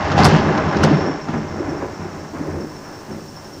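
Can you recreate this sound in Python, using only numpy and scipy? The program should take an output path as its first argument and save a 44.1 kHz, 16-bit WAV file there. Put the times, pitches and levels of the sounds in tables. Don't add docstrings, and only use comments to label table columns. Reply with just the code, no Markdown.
import sys
import numpy as np
from scipy import signal
from scipy.io import wavfile
from scipy.ndimage import uniform_filter1d

SR = 44100
rng = np.random.default_rng(int(sys.argv[2]) if len(sys.argv) > 2 else 0)


def generate_wav(sig):
    pcm = np.round(np.clip(np.atleast_2d(sig).T, -1, 1) * 32767).astype(np.int16)
    wavfile.write(sys.argv[1], SR, pcm)


N = 158760


def amp(db):
    return 10 ** (np.asarray(db) / 20)


def evened(x):
    return x / np.sqrt(np.mean(x ** 2) + 1e-20)


def curve(rows, axis):
    rows = np.array(rows)
    return np.interp(np.arange(N) / SR, rows[:, 0], rows[:, axis])


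def colour(x, points):
    point_hz, point_db = np.transpose(points)
    hz = np.abs(np.fft.fftfreq(8192, 1 / SR))
    gain_db = np.interp(np.log(hz + 1), np.log(point_hz + 1), point_db)
    log_gain = gain_db * np.log(10) / 20
    response = np.exp(np.conj(signal.hilbert(log_gain)))
    taps = np.fft.ifft(response).real[:4096]
    return signal.oaconvolve(x, taps)[:N]


def resonate(x, hz, width_hz):
    return signal.lfilter(*signal.iirpeak(hz, hz / width_hz, SR), x)


def clicks(per_s, spread_db):
    chance = rng.random(N)
    sign = rng.choice([-1., 1.], N)
    size = np.minimum(rng.exponential(1, N), 5)
    return (chance < per_s / SR) * sign * amp(spread_db * size)


def add(mix, start_s, sound):
    part = mix[round(start_s * SR):][:len(sound)]
    part += sound[:len(part)]


def roll():
    # time_s, deep_db, bass_db, body_db, upper_db
    layer_levels = [(0.0, -33.5, -25, -35.5, -23.5), (0.06, -21, -38, -27, -22),
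                    (0.11, -33.5, -26, -28.5, -23.5), (0.15, -28, -24, -20, -20),
                    (0.18, -18, -15, -21, -19), (0.205, -19, -10.5, -13.5, -12.5),
                    (0.228, -19, -14.5, -20.5, -16.5), (0.26, -19, -4.5, -10, -11.5),
                    (0.29, -21, -18, -18, -18.5), (0.32, -20, -19.5, -18.5, -17.5),
                    (0.35, -21, -11.5, -17.5, -17), (0.43, -24, -26.5, -23.5, -22.5),
                    (0.51, -29, -16.5, -17.5, -21.5), (0.55, -31, -16.5, -27.5, -22.5),
                    (0.59, -38, -22, -19, -20), (0.63, -27.5, -27.5, -22, -23),
                    (0.68, -27, -23, -25.5, -25), (0.73, -45, -24.5, -21.5, -21),
                    (0.76, -23, -18, -23.5, -24), (0.82, -20, -27, -17.5, -23),
                    (0.85, -25, -15.5, -13.5, -20.5), (0.88, -24, -17, -21, -19.5),
                    (0.91, -22, -13.5, -22, -23), (0.94, -30, -14, -19.5, -21),
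                    (0.97, -38, -17.5, -20.5, -24.5), (1.04, -24.5, -23.5, -22, -26),
                    (1.07, -40, -23.5, -19.5, -25.5), (1.16, -37.5, -33.5, -30.5, -30),
                    (1.26, -52, -34, -37.5, -36), (1.29, -33, -30, -28, -29), (1.32, -33, -33, -30, -32),
                    (1.35, -33, -23, -28, -25.5), (1.39, -32, -24, -27.5, -33),
                    (1.47, -35, -33, -34, -33.5), (1.56, -37, -31.5, -32, -34), (1.6, -37, -27, -27.5, -33),
                    (1.65, -32, -38, -28, -31.5), (1.7, -35, -30.5, -27, -31.5),
                    (1.76, -30, -33, -25.5, -33.5), (1.78, -35, -38, -31, -32),
                    (1.815, -40, -33, -29, -33.5), (1.83, -41, -31, -22.5, -29.5),
                    (1.87, -34, -34, -32, -35), (1.93, -38, -47, -34.5, -36.5),
                    (1.98, -53, -31, -34.5, -37), (2.01, -31, -32, -35, -34.5),
                    (2.15, -45, -32.5, -38, -37.5), (2.19, -33, -46, -32.5, -38),
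                    (2.28, -50, -35, -39.5, -39), (2.33, -46, -35, -36, -41), (2.35, -39, -34, -30, -33),
                    (2.41, -41, -32, -35, -36.5), (2.47, -46, -39, -30.5, -36.5),
                    (2.49, -28.5, -33, -27.5, -34.5), (2.52, -39, -34, -33, -34.5),
                    (2.55, -31, -32, -27.5, -35.5), (2.65, -46, -32.5, -29.5, -38),
                    (2.67, -42, -43, -37, -41), (2.76, -52, -39, -37.5, -40.5),
                    (2.83, -48, -43, -37, -41.5), (2.87, -46, -42, -41, -38), (2.94, -45, -46, -36, -40.5),
                    (3.01, -46, -46, -38.5, -41.5), (3.07, -64, -47, -37, -42),
                    (3.1, -47, -34.5, -34, -38.5), (3.18, -45, -36, -33.5, -41),
                    (3.26, -52, -45, -40.5, -45.5), (3.34, -46, -41, -42.5, -47.5),
                    (3.38, -44, -43, -44, -41), (3.45, -51, -44, -42, -42), (3.6, -43, -45.5, -38, -49.5)]
    # time_s, level_db
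    sizzle_level = [(0, -40.5), (.03, -37), (.16, -37.5), (.19, -24), (.22, -30), (.25, -28), (.31, -30.5),
                    (.36, -30), (.45, -37.5), (.65, -40.5), (.82, -38), (.86, -33.5), (.97, -39),
                    (1.15, -48.5), (1.26, -51), (1.3, -46), (1.5, -51.5), (2.5, -56), (3.6, -56)]
    # pitch_hz, gain_db
    deep = [(20, -37), (45, -14), (75, -8.5), (100, -5.5), (120, -12), (150, -23), (16000, -90.5)]
    bass = [(20, -84.5), (95, -32.5), (130, -2.5), (200, -0.5), (250, -10), (320, -42), (16000, -90.5)]
    body = [(20, -55.5), (190, -12.5), (260, 2), (380, 3.5), (560, -1), (750, -23), (16000, -113)]
    upper = [(20, -71.5), (450, -28.5), (620, -0.5), (1000, -2.5), (1700, -7), (2500, -17), (3200, -30.5),
             (16000, -118.5)]
    sizzle = [(20, -61), (1900, -40), (2600, 6.5), (3800, 0.5), (5500, -2), (7000, -11), (8800, -34),
              (9800, -50.5), (16000, -84)]
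    # pitch_hz, width_hz, level_db over the direct sound
    balcony = [(91.5, 11, 9), (154.7, 9.7, 11), (216, 5.8, 10), (294.4, 43, 4), (364.7, 53, -3),
               (429, 11, -10.5), (561, 19.3, 3), (618.4, 11, -1.5), (754.4, 5.4, -3), (802.3, 11, 4.5),
               (889, 7.7, 1), (1021, 21, -3.5), (1510, 8.1, -11.5), (1697, 28, -7.5), (2078, 22, 0.5)]
    fronts_per_s = (400, 600, 1200, 3000, 5000)
    spread_db = (1.2, 1.2, 2.0, 2.4, 1.8)

    out = np.zeros(N)
    for k, spectrum in enumerate((deep, bass, body, upper)):
        direct = colour(clicks(fronts_per_s[k], spread_db[k]), spectrum)
        ringing = sum(amp(db) * resonate(direct, hz, width) for hz, width, db in balcony)
        out += amp(curve(layer_levels, axis=k + 1)) * evened(direct + ringing)
    top = colour(clicks(fronts_per_s[4], spread_db[4]), sizzle)
    return out + amp(curve(sizzle_level, axis=1)) * evened(top)


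def booms():
    # start_s, level_db, pitch_hz, length_cycles
    boom_list = [(0.146, -7, 147, 2.2), (.177, -4.5, 680, 3.6), (.188, -3.5, 763, 11), (.2, -6.5, 720, 6),
                 (.243, -10, 202, 5.6), (.268, -12.5, 92, 5.2), (.333, -11.5, 154, 6.1),
                 (.765, -10.5, 297, 2.5), (.843, -8, 216, 2.4), (.907, -4.5, 286, 4.7),
                 (.93, -11.5, 153, 5.8), (1.287, -16.5, 228, 4.8), (1.336, -13.5, 230, 5.6),
                 (1.6, -16, 353, 7.5), (1.72, -18.5, 346, 7.7), (1.683, -16, 297, 4.2),
                 (1.822, -21, 347, 5.2), (1.825, -23, 785, 4.1), (2.05, -21, 356, 9),
                 (2.344, -24, 255, 7.8), (2.398, -20, 245, 2.5), (2.409, -13.5, 267, 3.6),
                 (2.483, -17, 325, 5.2), (2.547, -27, 344, 4.6), (2.641, -23, 322, 3.6),
                 (2.87, -34, 910, 5), (3.098, -21.5, 167, 2.3), (3.37, -33, 1030, 7.8)]
    out = np.zeros(N)
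    for start_s, db, hz, cycles in boom_list:
        progress = np.arange(0, 1, hz / (cycles * SR))
        hump = np.sin(np.pi * progress ** 0.68) ** 2
        tone = np.sin(2 * np.pi * cycles * progress)
        add(out, start_s, amp(db) * hump * tone)
    return out


def cracks():
    # start_s, ring_level_db, ring_pitch_hz, spit_db, spit_treble_db
    crack_list = [(.1165, -9, 1300, -15, -60), (.121, -11, 1300, -22, -70), (.18, -10, 4500, -13, -42),
                  (.187, -20, 5000, -18, -40), (.195, -20, 4500, -19, -40), (.2045, -14, 5100, -20, -42),
                  (.213, -18, 4000, -20, -44), (.2285, -20, 4000, -20, -44), (.2352, 0, 4700, -22, -36),
                  (.2453, 4, 4900, -22, -22), (.2508, 4, 5000, -7, -13), (.2535, -6, 4500, -14, -24),
                  (.2572, -6, 5230, -12, -24), (.266, -18, 5000, -16, -30), (.276, -18, 5600, -20, -40),
                  (.285, -16, 5500, -18, -40), (.292, -17, 5800, -22, -44), (.298, -16, 5300, -20, -44),
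                  (.31, -20, 5000, -20, -48), (.34, -18, 2500, -18, -50), (.525, -28, 4000, -25, -70),
                  (.576, -23, 3500, -17, -56), (.725, -28, 3000, -23, -70), (.767, -21, 3000, -17, -60),
                  (.8275, -22, 5500, -24, -42), (.833, -8, 2900, -24, -44), (.8336, -13, 5600, -40, -60),
                  (.8361, 1, 1400, -18, -40), (.8374, -5, 6000, -19, -30), (.8398, -3, 5100, -19, -42),
                  (.8455, -12, 4300, -21, -40), (.85, -19, 5500, -26, -44), (1.01, -30, 3000, -27, -70),
                  (1.2862, -14, 1300, -28, -70), (1.8225, -14, 1000, -34, -70)]
    # pitch_hz, gain_db
    spit_spectrum = [(20, -48.5), (800, 9.5), (2500, -4), (5500, -3.5), (7000, -13.5), (8500, -42),
                     (16000, -65)]
    # pitch_hz, gain_db
    treble_spectrum = [(20, -71), (5500, -25.5), (7500, 0), (11500, -11), (13000, -22), (16000, -32)]
    ring_cycles, spit_t60_s = 15, .05

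    rings, spits, trebles = np.zeros(N), np.zeros(N), np.zeros(N)
    t = np.arange(0, .04, 1 / SR)
    spit_rise = np.minimum(t / .001, 1)
    for start_s, db, hz, spit_db, treble_db in crack_list:
        ring_rise = np.sin(np.pi / 2 * np.minimum(t * hz / 1.5, 1)) ** 2
        fade = amp(db - 60 * t * hz / ring_cycles)
        add(rings, start_s, np.sin(2 * np.pi * hz * t) * fade * ring_rise)
        add(spits, start_s, spit_rise * amp(spit_db - 60 * t / spit_t60_s))
        add(trebles, start_s, spit_rise * amp(treble_db - 60 * t / spit_t60_s))
    noise = rng.standard_normal(N)
    return rings + colour(spits * noise, spit_spectrum) + colour(trebles * noise, treble_spectrum)


def cricket():
    return near_chirps() + far_trill()


def near_chirps():
    # start_s, level_db before the rise and fade
    chirp_list = [(0.682, -37.5), (.76, -45), (1.205, -38), (1.371, -42), (1.48, -43), (1.575, -40),
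                  (1.685, -37), (1.761, -41), (1.935, -41), (2.025, -41), (2.105, -43), (2.19, -44),
                  (2.275, -42), (2.425, -42), (2.515, -43), (2.6, -38), (2.685, -40), (2.755, -39),
                  (2.84, -41), (2.925, -45), (3.11, -38.5), (3.196, -41), (3.275, -38), (3.355, -35),
                  (3.44, -39), (3.525, -37.5)]
    chirp_hz, drop_hz, drop_s = 5355, 120, .014
    waver_hz = 65
    side_hz, side_db = 180, -5
    rise_s, t60_s = .012, .2

    out = np.zeros(N)
    t = np.arange(0, .09, 1 / SR)
    wobble = rng.standard_normal((len(chirp_list), len(t)))
    for (start_s, db), shake in zip(chirp_list, wobble):
        waver = waver_hz * evened(uniform_filter1d(shake, size=200))
        hz = chirp_hz + drop_hz * np.exp(-t / drop_s) + waver
        turn = 2 * np.pi * np.cumsum(hz) / SR
        side_tone = amp(side_db) * np.sin(turn + 2 * np.pi * side_hz * t)
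        envelope = np.minimum(t / rise_s, 1) * amp(db - 60 * t / t60_s)
        add(out, start_s, (np.sin(turn) + side_tone) * envelope)
    return out


def far_trill():
    # time_s, level_db
    trill_level = [(0, -50), (.6, -48), (.72, -48), (.8, -50), (.9, -47), (.96, -41), (1.08, -40.5),
                   (1.14, -43), (1.16, -51), (1.25, -53), (1.3, -58), (1.6, -55), (1.87, -60), (2.0, -54),
                   (2.38, -60), (2.7, -55), (2.88, -52), (2.99, -50), (3.04, -60), (3.3, -57), (3.6, -53)]
    # pitch_hz, width_hz, level_db against each other
    fuzz_bands = [(5380, 90, 0), (5570, 120, -4)]
    trill_hz, waver_hz, fuzz_db = 5395, 70, -1

    noise = rng.standard_normal(N)
    fuzz = evened(sum(amp(db) * resonate(resonate(noise, hz, width), hz, width)
                      for hz, width, db in fuzz_bands))
    pitch = trill_hz + waver_hz * evened(uniform_filter1d(rng.standard_normal(N), size=300))
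    tone = evened(np.sin(2 * np.pi * np.cumsum(pitch) / SR))
    return amp(curve(trill_level, axis=1)) * evened(tone + amp(fuzz_db) * fuzz)


def rain():
    # pitch_hz, gain_db
    rain_spectrum = [(30, -7.5), (150, -4.5), (500, -15), (1100, -12.5), (2300, -25), (3500, -27),
                     (5800, -17), (7500, -25.5), (10000, -39.5), (13000, -43.5), (15000, -30.5),
                     (16000, -58)]
    # time_s, level_db
    treble_level = [(0, -102), (1.1, -86.5), (1.2, -68), (1.9, -64), (2.7, -59), (3.6, -57.5)]
    rain_db, drops_per_s, drop_spread_db = -43, 5500, 4

    drops = clicks(drops_per_s, drop_spread_db) + rng.standard_normal(N)
    hiss = evened(colour(drops, rain_spectrum))
    high_pass = signal.firwin(255, 8000, pass_zero=False, fs=SR)
    top = signal.oaconvolve(hiss, high_pass, "same")
    return amp(rain_db) * (hiss - top) + amp(curve(treble_level, axis=1)) * evened(top)


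def scene():
    return (roll() + booms() + cracks() + rain() + cricket())[None]


def record(dry):
    limit, knee, edge_hz = .73, 8, 15900
    clipped = dry / (1 + abs(dry / limit) ** knee) ** (1 / knee)
    low_pass = signal.firwin(511, edge_hz, window=("kaiser", 9), fs=SR)
    return signal.oaconvolve(clipped, low_pass[None], "same")


dry = scene()
out = record(dry)
generate_wav(out)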